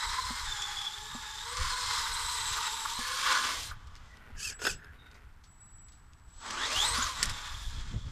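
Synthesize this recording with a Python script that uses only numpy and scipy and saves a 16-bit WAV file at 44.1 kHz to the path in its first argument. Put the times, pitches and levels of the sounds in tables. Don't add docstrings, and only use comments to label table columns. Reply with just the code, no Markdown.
import sys
import numpy as np
from scipy import signal
from scipy.fft import rfft, irfft, next_fast_len
from scipy.io import wavfile

SR = 44100
rng = np.random.default_rng(int(sys.argv[2]) if len(sys.argv) > 2 else 0)


def to_wav(sig):
    pcm = np.clip(np.atleast_2d(sig), -1, 1) * 32767
    pcm = np.round(pcm).astype(np.int16)
    wavfile.write(sys.argv[1], SR, pcm.T)


N = 357651
T = np.arange(N) / SR
FFT_SIZE = next_fast_len(N)
BIN_HZ = np.fft.rfftfreq(FFT_SIZE, 1 / SR)

# f/Hz, relative density/dB
AIR_SPECTRUM = [(88, -0.5), (150, -4.5), (535, -23), (876, -14.5), (1460, -13), (2440, -24), (6680, -36),
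                (8070, -32), (8550, -37.5), (14000, -39)]
WIND_SPECTRUM = [(8, -21), (18, 9), (38, 0.5), (70, 1), (115, -8), (155, -27), (260, -37), (600, -93)]
BUFFET_SPECTRUM = [(60, -15), (120, 8), (200, -2.5), (330, -15.5), (600, -22.5), (1500, -66)]
SCRAPE_SPECTRUM = [(250, 2.5), (330, -10), (420, 5), (540, -5.5), (1250, -3), (1480, 8.5), (1650, -5),
                   (1900, 1.5), (2250, -2.5), (6000, -25)]
TICK_SPECTRUM = [(500, -34), (2000, 7), (3500, 11), (5300, 12), (7000, 7.5), (9000, -2), (14000, -16)]
CLACK_SPECTRUM = [(200, -2.5), (900, -6), (1900, 9.5), (2800, 1.5), (4200, 5.5), (5400, 13), (6400, 4),
                  (8000, 8), (10000, -1), (14000, -13)]
JOLT_SPECTRUM = [(88, -93), (150, -24), (300, -7.5), (410, 5), (600, -6.5), (1140, -8.5), (1490, 7),
                 (2350, -14), (2690, -1), (3010, -17), (3310, -3), (4570, -18), (5220, 0), (5850, -38),
                 (6550, -4), (7070, -19), (14000, -28)]
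SLACK_SPECTRUM = [(300, -33), (900, -16.5), (1150, 2), (1300, -2), (1550, -1), (2000, -19), (3000, -32),
                  (9000, -30)]
SERVO_SPECTRUM = [(250, -20), (420, 7.5), (600, -51), (1250, -8), (1600, -3), (2100, -16), (2600, 5),
                  (3000, 3), (3900, -8), (4700, 5), (7500, 6), (9000, -2.5), (14000, -10.5)]
ROAR_SPECTRUM = [(150, -89), (400, -15), (720, -21), (850, -3.5), (1150, 1.5), (1700, 1), (2150, -1.5),
                 (2480, -8), (2900, -9.5), (3300, -8), (5000, -11), (9000, -27), (14000, -30)]
GRIT_SPECTRUM = [(1500, -31.5), (2400, -1.5), (2850, -4), (3200, 2.5), (4300, 3), (5100, 0), (6000, 3.5),
                 (7400, 2.5), (8500, -4.5), (10500, -17.5), (14000, -33)]
BOOM_SPECTRUM = [(100, -24), (255, 5.5), (340, -0.5), (450, 2), (700, 4.5), (1000, 1.5), (2000, -42)]
SPRAY_SPECTRUM = [(4000, -31), (8000, 5.5), (10000, 5.5), (12000, 2.5), (14500, -2.5)]

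# f/Hz, gain/dB
SIDE_RESPONSE = [(100, -69), (2600, -76), (3600, -104), (5000, -34), (8000, -8), (13000, -5.5)]
GROUND_RESPONSE = [(400, 0), (620, 5), (900, 1), (2080, 7), (2420, -5.5), (2880, -7.5), (3150, -4),
                   (4400, -1), (5200, 2), (6200, -6.5), (7300, 0)]
GEAR_CASE_RESPONSE = [(900, -31), (1600, -2), (2500, 1), (3300, 11), (4300, -3), (5400, -9), (6300, -2),
                      (7400, 9), (8300, 6.5), (9500, 0.5), (13000, -13)]
WHEEL_RESPONSE = [(200, -12), (400, -11.5), (520, -11.5), (700, -15.5), (840, -3), (1100, -5), (1350, -1.5),
                  (1700, -3)]
FAST_RESPONSE = [(600, 0.5), (740, -2.5), (850, -8), (1030, 7), (1170, 0.5), (1350, 1.5)]

# t/s, rumble/dB, buffet/dB, half length/s
PUFFS = [(0.097, -43.5, -80, 0.065), (.3, -40, -70, 0.047), (0.46, -45, -76, 0.093),
         (1.13, -50.5, -60.5, 0.051), (1.636, -37.5, -54.5, 0.074), (2.09, -46, -80, 0.35),
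         (2.53, -44, -80, 0.085), (3.749, -46, -63, 0.23), (4.363, -48, -61, 0.035),
         (4.74, -47.5, -48.5, 0.075), (6.93, -38.5, -61, 0.16), (7.258, -38, -47, 0.071),
         (7.55, -41, -64, 0.25), (7.78, -36, -50, 0.048), (7.956, -34, -46, 0.15)]
# t/s, distance/m
DISTANCE_M = [(0, 5.9), (1.2, 4.1), (2.0, 5.3), (2.7, 2.8), (3.2, 2.3), (3.55, 0.81), (4.2, 0.4),
              (5.3, 0.51), (6.45, 0.37), (7, 1.38), (8.1, 1.21)]
# t/s, f/Hz
LAP_MESH_HZ = [(0, 3910), (.3, 4202), (.42, 4080), (.5, 3563), (.8, 3394), (.92, 3450), (1.1, 3737),
               (1.38, 3626), (1.63, 4530), (1.73, 4200), (1.87, 4276), (2.03, 3910), (2.15, 4040),
               (2.45, 3968), (2.6, 3828), (2.9, 3862), (3.03, 4346), (3.22, 4642), (3.71, 4100),
               (3.745, 1708), (4.3, 1392)]
SPRINT_MESH_HZ = [(6.349, 497), (6.54, 1216), (6.61, 1625), (6.71, 2303), (6.8, 3300), (6.84, 3588),
                  (6.866, 4047), (6.935, 4156), (6.985, 4976), (7.034, 6820), (7.09, 4550), (7.198, 3702),
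                  (8.1, 3440)]
# t/s, level/dB, treble/dB
LAP_ROLL_DB = [(0, -38.5, -40), (.3, -42.5, -42), (0.752, -43.5, -43.5), (1.1, -47.5, -48.5),
               (1.4, -45, -47), (1.63, -37, -40), (1.97, -35.5, -35), (2.1, -38, -40.5), (2.62, -37.5, -39),
               (2.8, -40.5, -44), (2.93, -40, -40), (3.06, -38.5, -42.5), (3.23, -36, -39),
               (3.32, -30, -35), (3.37, -28.5, -36.5), (3.43, -34, -39), (3.52, -35.5, -40.5),
               (3.601, -44, -42), (3.7, -50, -47), (3.74, -60, -70), (4.15, -64, -69), (4.349, -65.5, -106)]
SPRINT_ROLL_DB = [(6.331, -79, -73.5), (6.46, -45.5, -47.5), (6.76, -33.5, -35.5), (7.04, -33.5, -38),
                  (7.14, -43, -45.5), (7.2, -36.5, -43.5), (7.329, -41, -48), (7.7, -50.5, -52),
                  (8.1, -58.5, -62)]
# t/s, level/dB
SPRAY_DB = [(0, -56), (1.38, -60.5), (2.03, -50.5), (3.68, -52), (3.78, -100), (6.35, -105), (6.8, -46),
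            (7.3, -63), (7.68, -63), (8.1, -106)]
# f/Hz, width/Hz, gain/dB
SHELL_MODES = [(863, 93, 6), (1143, 334, 3), (1480, 160, 0), (1667, 144, -2.5), (1954, 280, -3),
               (3250, 2000, 5.5), (5126, 470, 5.5)]

# t/s, level/dB, t60/s
GRIT_TICKS = [(.62, -31, 0.04), (1.57, -32, 0.029), (3.871, -54, 0.043), (3.954, -43, 0.0097),
              (3.962, -54, 0.092), (4.171, -50, 0.012), (5.113, -55, 0.036), (5.143, -61, 0.18),
              (5.437, -58.5, 0.16), (5.885, -59, 0.092), (5.92, -64, 0.22), (6.134, -54, 0.017),
              (6.507, -33.5, 0.028)]
CHASSIS_CLACKS = [(7.2287, -14.5, 0.013), (7.233, -26.5, 0.061), (7.256, -32, 0.027), (7.295, -35, 0.092)]
STEERING_JOLTS = [(4.592, -47.5, 0.23), (4.617, -37.5, 0.15), (4.651, -27.5, 0.078), (4.668, -19.5, 0.046),
                  (4.69, -42, 0.28), (4.845, -43, 0.0099)]
SLACK_KNOCKS = [(2.568, -30.5, .12), (2.852, -29, 0.066), (3.257, -29, 0.1), (3.712, -39, 0.11)]
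# t/s, level/dB
THUMPS = [(0.306, -32), (1.15, -32.5), (2.99, -33), (4.301, -46), (4.641, -37.5), (6.984, -30)]
# f/Hz, level/dB, t60/s
THUMP_MODES = [(242, -3.5, 0.091), (413, -18, 0.04), (590, -11.5, 0.018), (794, -9.5, 0.047)]

# t/s, level/dB, rise/s, fall/s
SCRAPES = [(4.22, -60, 0.17, 0.43), (4.52, -55, 0.067, 0.036), (4.83, -62, 0.15, 0.25),
           (5.08, -61, 0.34, 0.21)]
WHISTLES = [(3.85, -90, 0.095, .22), (4.56, -51, 0.033, 0.017), (4.76, -56.5, 0.2, 0.025),
            (5.5, -64, .04, 0.11), (5.62, -55.5, 0.018, 0.056), (5.8, -58, 0.14, 0.16),
            (6.14, -75, 0.22, 0.22), (6.44, -54.5, 0.13, 0.43)]
TURN_HUMS = [(1.04, -62, 0.098, 0.079), (1.53, -51.5, 0.065, 0.1), (3.16, -54.5, 0.18, 0.27)]
# t/s, level/dB, half length/s, f/Hz, width/Hz
DRIVE_TONES = [(0.196, -40.5, 0.12, 1025, 24.5), (1.221, -54, 0.29, 1690, 30),
               (3.12, -46.5, 0.16, 1690, 35), (3.613, -50, .014, 2712, 110), (4.173, -65, 0.11, 1948, 55),
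               (4.40, -51, 0.033, 1706, 110), (4.5, -51, 0.058, 1665, 120), (4.85, -54, 0.066, 1627, 150),
               (5.046, -64, 0.067, 3730, 100)]

# start/s, length/s, level/dB
SERVO_MOVES = [(4.346, .215, -39.5), (4.581, 0.19, -39.5)]
# pitch multiple, width/Hz, level/dB
SERVO_TONES = [(1, 50, -5), (1.5, 95, -11), (1.75, 110, -12), (2, 120, -9), (2.5, 130, -11), (3, 150, -9)]
# start/s, length/s
POWERED = [(-.1, 3.4), (6.41, 0.687)]
# start/s, length/s, mesh/dB, octave/dB (re rolling noise, ahead of the gear case)
THROTTLE = [(-.05, 0.41, -5.5, -17), (0.466, 0.16, -9.5, -12), (0.725, 0.22, -7, -21),
            (1.003, 0.52, -9, -16), (1.672, 0.21, -6, -19.5), (2.111, 0.38, -7.5, -12),
            (2.603, 0.19, -11, -14.5), (2.94, 0.24, -6, -16.5), (3.648, 0.051, -14, -17),
            (6.561, 0.066, -2.5, -8), (6.767, 0.12, -6, -8.5), (6.943, 0.035, -2, -16)]
# t/s, level/dB, half length/s
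CHATTERS = [(0.489, -41, 0.0079), (0.53, -34.5, 0.021), (.635, -40.5, .022), (0.778, -41.5, 0.021),
            (0.871, -34, .014), (1.385, -43.5, .018), (3.69, -46.5, 0.019), (6.55, -47, .025),
            (6.7, -38, .018), (6.762, -35, .018), (6.85, -37, 0.022), (6.981, -44, .015)]


def amp(db):
    return 10 ** (np.asarray(db) / 20)


def unit_rms(x):
    return x / np.sqrt(np.mean(abs(x) ** 2) + 1e-20)


def curve_db(points, hz):
    point_hz, point_db = np.transpose(points)
    return np.interp(np.log(hz + 1), np.log(point_hz + 1), point_db)


def filtered(x, points, extra_db=0):
    return irfft(rfft(x, FFT_SIZE) * amp(curve_db(points, BIN_HZ) + extra_db), FFT_SIZE)[:N]


def colour(x, points, extra_db=0):
    return unit_rms(filtered(x, points, extra_db))


def follow(rows):
    return np.interp(T, *np.transpose(rows))


def wander(rate_hz, size=32768):
    hz = np.fft.rfftfreq(size, T[-1] / size)
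    slow = irfft(rfft(rng.standard_normal(size)) * np.exp(-.5 * (hz / rate_hz) ** 2), size)
    return unit_rms(np.interp(T, np.linspace(0, T[-1], size), slow))


def flicker(depth_db, rate_hz):
    return amp(depth_db * wander(rate_hz))


def grains(per_s, spread_db):
    size = amp(spread_db * np.minimum(rng.exponential(1, N), 4))
    return unit_rms(size * rng.standard_normal(N) * (rng.random(N) < per_s / SR))


def fuzzy_tone(turns, width_hz):
    phase = 2 * np.pi * turns
    return unit_rms(wander(width_hz) * np.cos(phase) + wander(width_hz) * np.sin(phase))


def rough_rotor(turns, size):
    surface = signal.resample(rng.standard_normal(size), size * 8)
    return unit_rms(np.interp(turns % 1, np.arange(len(surface)) / len(surface), surface, period=1))


def swells(rows):
    return np.sqrt(sum((amp(db) * np.exp(-((T - s) / np.where(T < s, rise, fall)) ** 2)) ** 2
                       for s, db, rise, fall in rows))


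def squeeze(start_s, length_s, on_s=0.028, off_s=0.11):
    return np.clip(np.minimum((T - start_s) / on_s, 1 - (T - start_s - length_s) / off_s), 0, 1)


def rolling(treble=False):
    gain = np.zeros(N)
    for run in np.array(LAP_ROLL_DB), np.array(SPRINT_ROLL_DB):
        moving = (T > run[0, 0] - .05) & (T < run[-1, 0] + .05)
        gain += amp(np.interp(T, run[:, 0], run[:, 2 if treble else 1])) * moving
    return gain


def outdoors(breeze_db=-56, wash_db=-61):
    gust = np.hypot(amp(breeze_db), swells([(s, db, half, half) for s, db, _, half in PUFFS]))
    tearing = swells([(s, db, half, half) for s, _, db, half in PUFFS])
    rumble = colour(rng.standard_normal(N), WIND_SPECTRUM) * gust * flicker(2.5, 7.9)
    buffet = colour(rng.standard_normal(N), BUFFET_SPECTRUM) * tearing * flicker(3, 9.1)
    wash = colour(rng.standard_normal(N), AIR_SPECTRUM) * amp(wash_db)
    return rumble + buffet + wash


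def ground_scatter(x):
    side = filtered(x * wander(89), SIDE_RESPONSE)
    return np.array([x + side, x - side])


def ground_reflection(x, from_m=3.7, full_m=6.3):
    far = np.interp(follow(DISTANCE_M), [from_m, full_m], [0, 1])
    return (1 - far) * x + far * filtered(x, GROUND_RESPONSE)


def drive_tones(sag_per_s=0.11):
    tones = np.zeros(N)
    for s, db, half, hz, width in DRIVE_TONES:
        turns = np.cumsum(hz * (1 - sag_per_s * (T - s))) / SR
        tones += fuzzy_tone(turns, width) * swells([(s, db, half, half)])
    return tones * flicker(3, 50)


def creep(crunch_db_at_1m=-87):
    crunch = colour(grains(550, 2.0), TICK_SPECTRUM) * amp(crunch_db_at_1m) / follow(DISTANCE_M)
    scrape = colour(grains(2500, 2.5), SCRAPE_SPECTRUM) * swells(SCRAPES) * flicker(3, 14)
    return crunch + scrape


def thumps():
    t = T[:SR // 2]
    thud = sum(amp(db - 60 * t / t60) * np.sin(2 * np.pi * hz * t) for hz, db, t60 in THUMP_MODES)
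    blows = np.zeros(N)
    for s, db in THUMPS:
        blows[round(s * SR)] = amp(db)
    return signal.oaconvolve(blows, thud)[:N]


def impacts(rows, spectrum):
    envelope = np.zeros(N)
    for s, db, t60 in rows:
        tail = envelope[round(s * SR):][:SR // 2]
        tail += amp(db - 60 * T[:len(tail)] / t60)
    gain_db = np.maximum(curve_db(spectrum, abs(np.fft.fftfreq(2048, 1 / SR))), -90)
    log_response = np.conj(signal.hilbert(np.log(amp(gain_db))))
    ring = np.fft.ifft(np.exp(log_response)).real
    return signal.oaconvolve(envelope * rng.standard_normal(N), ring / np.linalg.norm(ring))[:N]


def controller(whistle_hz=7807):
    turning = np.interp(T, [6.25, 6.4], [0, 1])
    turns = np.cumsum(whistle_hz + 4 * wander(30)) / SR
    clear = np.sqrt(2 - 2 * turning) * np.sin(2 * np.pi * turns)
    broken = np.sqrt(turning) * fuzzy_tone(turns, 73.6)
    return (clear + broken) * swells(WHISTLES) * flicker(1, 25)


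def servo(top_hz=2650, top_at=0.51, sag=3.2, ends_db=-38):
    pitch_hz, gain, squeal = np.full(N, top_hz / 2), np.zeros(N), np.ones(N)
    for start, length, db in SERVO_MOVES:
        on = (T >= start) & (T < start + length)
        progress = (T[on] - start) / length
        pitch_hz[on] = top_hz * (1 - sag * (progress - top_at) ** 2)
        gain[on] = amp(db + ends_db * abs(2 * progress - 1) ** 3.03)
        squeal[on] = np.interp(progress, [0, 1], [0.3, 1.36])
    turns = np.cumsum(pitch_hz * (1 + 0.013 * wander(60.9))) / SR
    teeth = sum(amp(db) * fuzzy_tone(multiple * turns, width) for multiple, width, db in SERVO_TONES)
    buzz = .8 * rough_rotor(turns / 4 + .09 * wander(90), size=40)
    rattle = .7 * grains(9800, .8)
    return colour(squeal * teeth + buzz + rattle, SERVO_SPECTRUM) * gain * flicker(1.7, 110)


def chatter(mesh_turns):
    rough = fuzzy_tone(mesh_turns, 55)
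    clear = unit_rms(np.sin(2 * np.pi * (mesh_turns + .12 * wander(60))))
    bursts = swells([(s, db, half, half) for s, db, half in CHATTERS])
    return unit_rms((rough + clear) * flicker(-0.5, 60)) * bursts


def ground_bounce(x, share=0.35, delay_s=0.00125, sway=0.231):
    echo = np.interp(T - delay_s * (1 + sway * wander(9.1)), T, x)
    return (x + share * echo) / np.hypot(1, share)


def gear_whine(mesh_turns, speed, load, coast_mesh_db=-12, coast_octave_db=-22.5):
    coast_mesh, coast_octave = amp(coast_mesh_db), amp(coast_octave_db)
    mesh_gain, octave_gain = np.full(N, coast_mesh), np.full(N, coast_octave)
    for start, length, mesh_db, octave_db in THROTTLE:
        mesh_gain += (amp(mesh_db) - coast_mesh) * squeeze(start, length)
        octave_gain += (amp(octave_db) - coast_octave) * squeeze(start, length)
    loose_turns = mesh_turns + 0.26 * speed ** 1.5 * wander(48)
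    bite = load / np.maximum(speed, 1) ** 3
    mesh = .85 * bite * fuzzy_tone(mesh_turns, 65) + fuzzy_tone(loose_turns, 210)
    octave = .3 * bite * fuzzy_tone(2 * mesh_turns, 100) + fuzzy_tone(2 * loose_turns, 320)
    mesh = unit_rms(mesh * flicker(2.5, 24)) * mesh_gain
    octave = unit_rms(octave * flicker(2.5, 26)) * octave_gain
    return filtered(ground_bounce((mesh + octave) * rolling()), GEAR_CASE_RESPONSE)


def shaft_hum(mesh_turns, speed, load, slow_ratio=8.7, idler_ratio=4.19):
    slow = fuzzy_tone(mesh_turns / slow_ratio, 15.6) * speed ** 0.26 * amp(-15)
    idler = fuzzy_tone(mesh_turns / idler_ratio, 50) * amp(-3)
    cornering = fuzzy_tone(mesh_turns / slow_ratio, 13) * swells(TURN_HUMS)
    return filtered((slow + idler) * load * rolling(), WHEEL_RESPONSE) + cornering


def shell_ring(ring_db=-7):
    rings = sum(amp(db) * flicker(3.5, 3.1) * fuzzy_tone(hz * T, width / 3)
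                for hz, width, db in SHELL_MODES[1:5])
    return unit_rms(rings) * rolling() * amp(ring_db)


def fast_roar(x, mesh_hz, above_hz=4300):
    return np.where(mesh_hz > above_hz, filtered(x, FAST_RESPONSE), x)


def tyres(mesh_turns, roar_db=-2.5, boom_db=-16, motor_ratio=26.1):
    shell_db = sum(db / (1 + (2 * (BIN_HZ - hz) / width) ** 2) for hz, width, db in SHELL_MODES)
    roll, distance_m = rolling(), follow(DISTANCE_M)
    motor_turns = mesh_turns / motor_ratio + .012 * wander(25)
    drone = 0.54 * rough_rotor(motor_turns, size=120) / distance_m ** 0.14
    roar = colour(grains(7000, 0.91) + drone, ROAR_SPECTRUM, shell_db)
    roar *= roll * amp(roar_db) * flicker(2, 10)
    grit = colour(grains(12000, 0.6), GRIT_SPECTRUM, shell_db) * rolling(treble=True)
    boom = colour(rng.standard_normal(N), BOOM_SPECTRUM) * roll * amp(boom_db) / distance_m ** 1.09
    spray = colour(grains(16000, 0.41), SPRAY_SPECTRUM) * amp(follow(SPRAY_DB))
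    return (roar + grit + boom + spray) * flicker(1, 27)


def scene(cruise_hz=4000, coast_load_db=-14):
    mesh_hz = follow(LAP_MESH_HZ + SPRINT_MESH_HZ) * (1 + .007 * wander(14.51))
    mesh_turns, speed = np.cumsum(mesh_hz) / SR, mesh_hz / cruise_hz
    load = np.maximum(sum(squeeze(*row) for row in POWERED), amp(coast_load_db))
    roar = fast_roar(ground_reflection(tyres(mesh_turns)) + shell_ring(), mesh_hz)
    gears = gear_whine(mesh_turns, speed, load) + shaft_hum(mesh_turns, speed, load)
    car = roar + gears + chatter(mesh_turns) + servo() + creep() + drive_tones()
    knocks = impacts(CHASSIS_CLACKS, CLACK_SPECTRUM) + impacts(GRIT_TICKS, TICK_SPECTRUM)
    knocks += impacts(STEERING_JOLTS, JOLT_SPECTRUM) + impacts(SLACK_KNOCKS, SLACK_SPECTRUM)
    return ground_scatter(car + knocks + thumps() + outdoors()) + controller()


def record(dry):
    lowpass = signal.firwin(511, 14400, window=("kaiser", 9), fs=SR)
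    return signal.oaconvolve(dry, lowpass[None], "same")


dry = scene()
out = record(dry)
to_wav(out)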